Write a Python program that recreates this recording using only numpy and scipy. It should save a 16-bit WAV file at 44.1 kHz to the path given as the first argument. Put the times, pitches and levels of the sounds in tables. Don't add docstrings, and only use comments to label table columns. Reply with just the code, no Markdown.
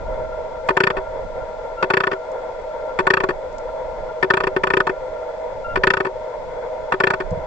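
import sys
import numpy as np
from scipy import signal
from scipy.fft import rfft, irfft
from scipy.io import wavfile

SR = 44100
rng = np.random.default_rng(int(sys.argv[2]) if len(sys.argv) > 2 else 0)


def transcribe(u):
    v = np.clip(np.atleast_2d(u).T, -1, 1)
    q = np.round(v * 32767).astype(np.int16)
    wavfile.write(sys.argv[1], SR, q)


N = 329338


def amp(db):
    return 10 ** (np.asarray(db) / 20)


def unit_rms(x):
    return x / np.sqrt(np.mean(x ** 2) + 1e-20)


def automation(points):
    return np.interp(np.arange(N) / SR, *np.transpose(points))


def drift(rate_hz):
    hop, run_in = 40, 2000
    pole = np.exp(-2 * np.pi * rate_hz * hop / SR)
    noise = rng.standard_normal(N // hop + run_in + 2)
    slow = signal.lfilter([1], [1, -2 * pole, pole * pole], noise)[run_in:]
    return np.interp(np.arange(N) / hop, np.arange(len(slow)), unit_rms(slow))


def pan(db):
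    return amp([[db / 2], [-db / 2]])


def filtered(x, order, hz, kind):
    return signal.sosfilt(signal.butter(order, hz, kind, fs=SR, output="sos"), x)


def ring(force, hz, t60_s, phase=0):
    r, w = amp(-60 / (t60_s * SR)), 2 * np.pi * hz / SR
    feed = [np.sin(phase), r * np.sin(w - phase)]
    return signal.lfilter(feed, [1, -2 * r * np.cos(w), r * r], force + 1e-18)


# freq_hz, gain_db
HISS_EQ = [(1410, -39), (2400, -3.5), (2890, -10), (3490, -9.5), (4360, -10.5), (7400, -17), (8300, -15.5),
           (10800, -57), (18300, -120)]

def microphone_hiss(level_db=-54.5):
    hz = np.maximum(np.fft.rfftfreq(N, 1 / SR), 1)
    freq_hz, gain_db = np.transpose(HISS_EQ)
    colour = amp(np.interp(np.log(hz), np.log(freq_hz), gain_db))
    return amp(level_db) * unit_rms(irfft(rfft(rng.standard_normal((2, N))) * colour, N))


# time_s, fader_db
GUSTS = [(0, -31), (.15, -34), (.5, -39.5), (1.05, -41), (1.3, -37.5), (1.55, -46.5), (2.75, -47),
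         (3.3, -40.5), (3.7, -44.5), (4.7, -38.5), (5.4, -48.5), (5.8, -33.5), (6.2, -46), (6.6, -43.5),
         (7.2, -41.5), (7.47, -32)]

def wind():
    own, shared = rng.standard_normal((2, N)), rng.standard_normal(N)
    lumps = amp([2.5 * drift(6), 2.5 * drift(6)])
    rumble = filtered(lumps * (own + shared), 1, [14, 35], "band")
    rumble = filtered(rumble, 1, 300, "low")
    return amp(automation(GUSTS) + 2.5) * pan(-6) * unit_rms(rumble)


# pitch_hz, width_hz, gain_db, pan_db, likeness (0 wide, 1 mono)
WHIRR_BANDS = [(405, 80, -25, 0, 0.29), (510, 50.8, 3, 4.5, 1), (610, 67, 0, -9.5, 0.68),
               (755, 35, -11.5, -5.5, 1), (922.4, 106, -1.5, 6, 0.77), (1228, 100, -19, 2, .8),
               (1494, 120, -19.5, 13, 0.9), (1750, 150, -21, 1, .5), (2074, 210, -15, 1, 0.075),
               (3400, 130, -27, 6, .1), (4900, 120, -40.5, 0, 0.11)]

def drive_whirr(gain_db=-39, flicker_db=1.5):
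    out, shared_flicker = 0, drift(11)
    for hz, width_hz, db, pan_db, likeness in WHIRR_BANDS:
        t60_s = np.log(1000) / (np.pi * 1.5 * width_hz)
        rubbing = rng.standard_normal((2, N))
        mid, side = unit_rms(ring(ring(rubbing, hz, t60_s), hz, t60_s))
        band = np.sqrt(1 + likeness) * mid + np.sqrt(1 - likeness) * side * [[1], [-1]]
        flicker = shared_flicker + 0.25 * drift(32)
        out = out + amp(db + flicker_db * flicker) * pan(pan_db) * band
    return amp(gain_db) * out


def drive_hum(pitch_hz=634, level_db=-31):
    hz = pitch_hz + 4.93 * drift(14.4) + 3.534 * drift(1.51)
    phase = 2 * np.pi * np.cumsum(hz) / SR
    return amp(level_db + 2.7 * drift(9.9)) * pan(-.6) * np.sin(phase + [[1.2], [0]])


# time_s, level_db
WHINE_LEVELS = [(0, -45.5), (1.5, -48), (2.5, -48), (4.2, -50.5), (5.2, -47.5), (5.5, -53), (7.47, -53)]
# centre_s, level_db, length_ms
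WHINE_SWELLS = [(.33, -34, 17), (1.42, -37, 35), (1.801, -30.5, 57), (2.905, -36, 45), (4.1, -35.5, 28),
                (5.659, -28.5, 33), (5.713, -29.5, 64)]

def drive_whine(pitch_hz=1379):
    t = np.arange(N) / SR
    phase = 2 * np.pi * np.cumsum(pitch_hz + 9 * drift(25)) / SR
    level = amp(automation(WHINE_LEVELS) + 4.8 * drift(36))
    for centre_s, db, length_ms in WHINE_SWELLS:
        swell = np.exp(-((t - centre_s) * 2000 / length_ms) ** 4)
        level = np.maximum(level, amp(db) * swell)
    height = np.sqrt(2) * level
    tone = height * pan(4.5) * np.sin(phase + [[.9], [0]])
    octave = amp(5.5) * height ** 2 * pan(2.5) * np.sin(2 * phase + [[1.1], [0]])
    return tone + octave


def clicks(cues):
    track = np.zeros(N)
    for start_s, db in cues:
        track[round(start_s * SR)] = amp(db)
    return track


# start_s, strength_db
TICK_CUES = [(0.6764, -36), (1.816, -46.5), (2.3166, -37), (3.5273, -39), (3.583, -29.5), (4.2138, -40),
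             (7.3074, -33.5)]

def ticks(t60_s=0.026):
    envelope = signal.lfilter([1], [1, -amp(-60 / (t60_s * SR))], clicks(TICK_CUES))
    return amp(-1.5) * filtered(envelope * rng.standard_normal((2, N)), 2, 4200, "high")


# start_s, strength_db
HAND_BUMPS = [(7.314, -21.5), (7.325, -21.5), (7.373, -24.5)]

def hand_thumps():
    contact = np.hanning(round(0.0027 * SR)) / (0.0021 * SR)
    force = np.convolve(clicks(HAND_BUMPS), contact)[:N]
    return amp(5.5) * (ring(force, 155.6, 0.1) + ring(force, 107, 0.065))


# first_s, last_s, mean_db, swing_db, strongest_move, boomiest_move
FOCUS_RUNS = [(0.7693, 0.9015, -3, 5, 1.6, 1.1), (1.9026, 2.0685, -4.5, 5, 1.4, 1.0),
              (3.0691, 3.2355, -4, 5, 1.4, 1.1), (4.3031, 4.4690, -4, 3, 0.4, 0.1),
              (4.6361, 4.8014, -4.5, 2.5, 4.2, 3.8), (5.8362, 6.0019, -3.5, 5, 1.3, 1.0),
              (7.0028, 7.1353, -5, 5.5, 1.5, 0.9)]
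# start_s, strength_db, low_send_db, knock_after_ms, knock_db
SINGLE_MOVES = [(0.687, -2.5, -19, 14.7, -12.5), (0.9664, -16, -2, 12.6, -22),
                (1.8256, -5, -10, 11.5, -14.5), (2.1138, -13, -7, 15, -18.5), (2.9882, -5, -11, 11.2, -13),
                (3.2873, -12, -2.5, 14.2, -16.5), (4.2264, -5, -8, 13.5, -15.5), (4.5622, -10, 0, 14, -31),
                (4.8678, -9, -5, 24.6, -14.5), (5.7568, -6.5, -20, 13, -15.5),
                (6.0481, -13.5, -4.5, 16, -18.5), (6.921, -4.5, -29.5, 16, -15),
                (7.2006, -16.5, -2, 13.8, -27)]

def focus_cues(moves_per_s=29.97, slack_s=0.0015):
    strength_cycle_moves, low_cycle_moves = 7.3, 5.16
    cues = []
    for first_s, last_s, mean_db, swing_db, strongest, boomiest in FOCUS_RUNS:
        k = np.arange(round((last_s - first_s) * moves_per_s) + 1)
        start_s = np.linspace(first_s, last_s, len(k))
        start_s[0] -= slack_s
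        db = mean_db + swing_db * np.cos(2 * np.pi * (k - strongest) / strength_cycle_moves)
        low_db = -13.5 + 4.5 * np.cos(2 * np.pi * (k - boomiest) / low_cycle_moves)
        hollow_db = -7.5 + 0.19 * db
        cues += zip(start_s, db, low_db - db, hollow_db - db)
    for start_s, db, low_send_db, knock_after_ms, knock_db in SINGLE_MOVES:
        cues.append((start_s, db, low_send_db, -2))
        cues.append((start_s + knock_after_ms / 1000, knock_db, 1.5, -3.5))
    return sorted(cues)


def motor_strokes(cues, step_ms=2.79, jitter_ms=0.05, grit_fade_ms=4.13):
    t_ms = np.arange(SR // 30) / SR * 1000
    start_s, strength_db = np.transpose(cues)[:2]
    gap_s = np.diff(start_s, prepend=0)
    slack = (gap_s > .05) & (gap_s < .1)
    weakness_db = np.clip(-strength_db - 6.5, 0, 8)
    stroke_ms = 5.08 + 1.15 * slack + 0.3 * weakness_db
    timing_ms = jitter_ms * rng.standard_normal((len(cues), 8))
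    noise = rng.standard_normal((len(cues), 3, len(t_ms)))
    grit = filtered(noise[:, :1] + 2.3 * noise[:, 1:], 3, 2500, "high")
    attack = np.clip(t_ms / 0.94, 0, 1)
    release = np.exp(-np.maximum(t_ms - stroke_ms[:, None], 0) / grit_fade_ms)
    strokes = amp(-19) * (attack * release)[:, None] * grit
    for stroke, late_ms, length_ms in zip(strokes, timing_ms, stroke_ms):
        at_ms = np.abs(np.arange(8) * step_ms + late_ms)
        build_up = np.clip(0.43 + at_ms / 7.5, 0, 1)
        stop = np.clip(length_ms - at_ms + .5, 0, 1)
        stroke[:, (at_ms * SR / 1000).astype(int)] -= build_up * stop
    return strokes


# pitch_hz, gain_db, t60_s, pan_db, left_lead_rad
BODY_MODES = [(186, -8, 0.025, 3.5, 0.2), (381.2, 8, 0.098, 3.5, 0.22), (539, 0, 0.073, -1.5, 0.18),
              (912, 8.5, 0.044, 4.5, 1.08), (1002.6, 5, 0.029, 4, 0.55), (1119, -0.5, 0.044, -6, 1.88),
              (1258, 5, 0.041, 0.5, 2), (1480, -2, .03, 4.0, .3), (1795, -1, .02, 5.0, 0),
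              (2296, -10, 0.0068, 8.5, 5), (2657, -12.5, 0.012, 4.5, 4), (3440, -17.5, 0.0066, -3, -1.04),
              (4490, -24.5, 0.008, -9.5, 0.5), (5460, -36, 0.0064, -9.5, 13), (7940, -23.5, 0.0027, -7, 11)]

def focus_motor(low_top_hz=450, hollow_top_hz=1350):
    cues = focus_cues()
    strokes = motor_strokes(cues)
    push = np.append(np.zeros(round(0.00253 * SR)), np.hanning(round(0.00044 * SR)))
    push = -push / push.sum()
    uneven_db = 1.32 * rng.standard_normal((len(cues), len(BODY_MODES)))
    out = 0
    for k, (hz, gain_db, t60_s, pan_db, lead_rad) in enumerate(BODY_MODES):
        is_low_ring, is_hollow = k == 1, low_top_hz < hz < hollow_top_hz
        force = np.zeros((2, N + SR))
        for (start_s, db, low_db, hollow_db), stroke, chance_db in zip(cues, strokes, uneven_db[:, k]):
            send_db = low_db if is_low_ring else hollow_db if is_hollow else 0
            blow = push if hz < low_top_hz else stroke
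            at = round(start_s * SR)
            force[:, at:at + blow.shape[-1]] += amp(db + send_db + chance_db) * blow
        left, right = force[:, :N] * (-1) ** max(k, 1)
        mode = [ring(left, hz, t60_s, lead_rad / 2), ring(right, hz, t60_s, -lead_rad / 2)]
        out = out + amp(gain_db - 6.5) * pan(pan_db) * mode
    softened = filtered(out, 1, 6000, "low")
    return filtered(softened, 3, 105, "high")


def scene():
    foreground = focus_motor() + ticks() + hand_thumps()
    drive = drive_whirr() + drive_hum() + drive_whine()
    return foreground + drive + microphone_hiss() + wind()


def record(dry):
    threshold_db, recovery_db_per_s, stopband_hz = -12, 60, 8900
    peak_db = 20 * np.log10(np.abs(dry).max(axis=0) + 1e-9)
    over_db = np.maximum(peak_db - threshold_db, 0)
    fall_db = recovery_db_per_s * np.arange(N) / SR
    held_db = np.maximum.accumulate(over_db + fall_db) - fall_db
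    smoothed_db = signal.lfilter([.002], [1, -.998], held_db)
    ducked = dry * amp(-.15 * smoothed_db)
    rounded = ducked / (1 + ducked ** 4) ** .25
    return signal.sosfilt(signal.cheby2(10, 45, stopband_hz, fs=SR, output="sos"), 0.92 * rounded)


dry = scene()
out = record(dry)
transcribe(out)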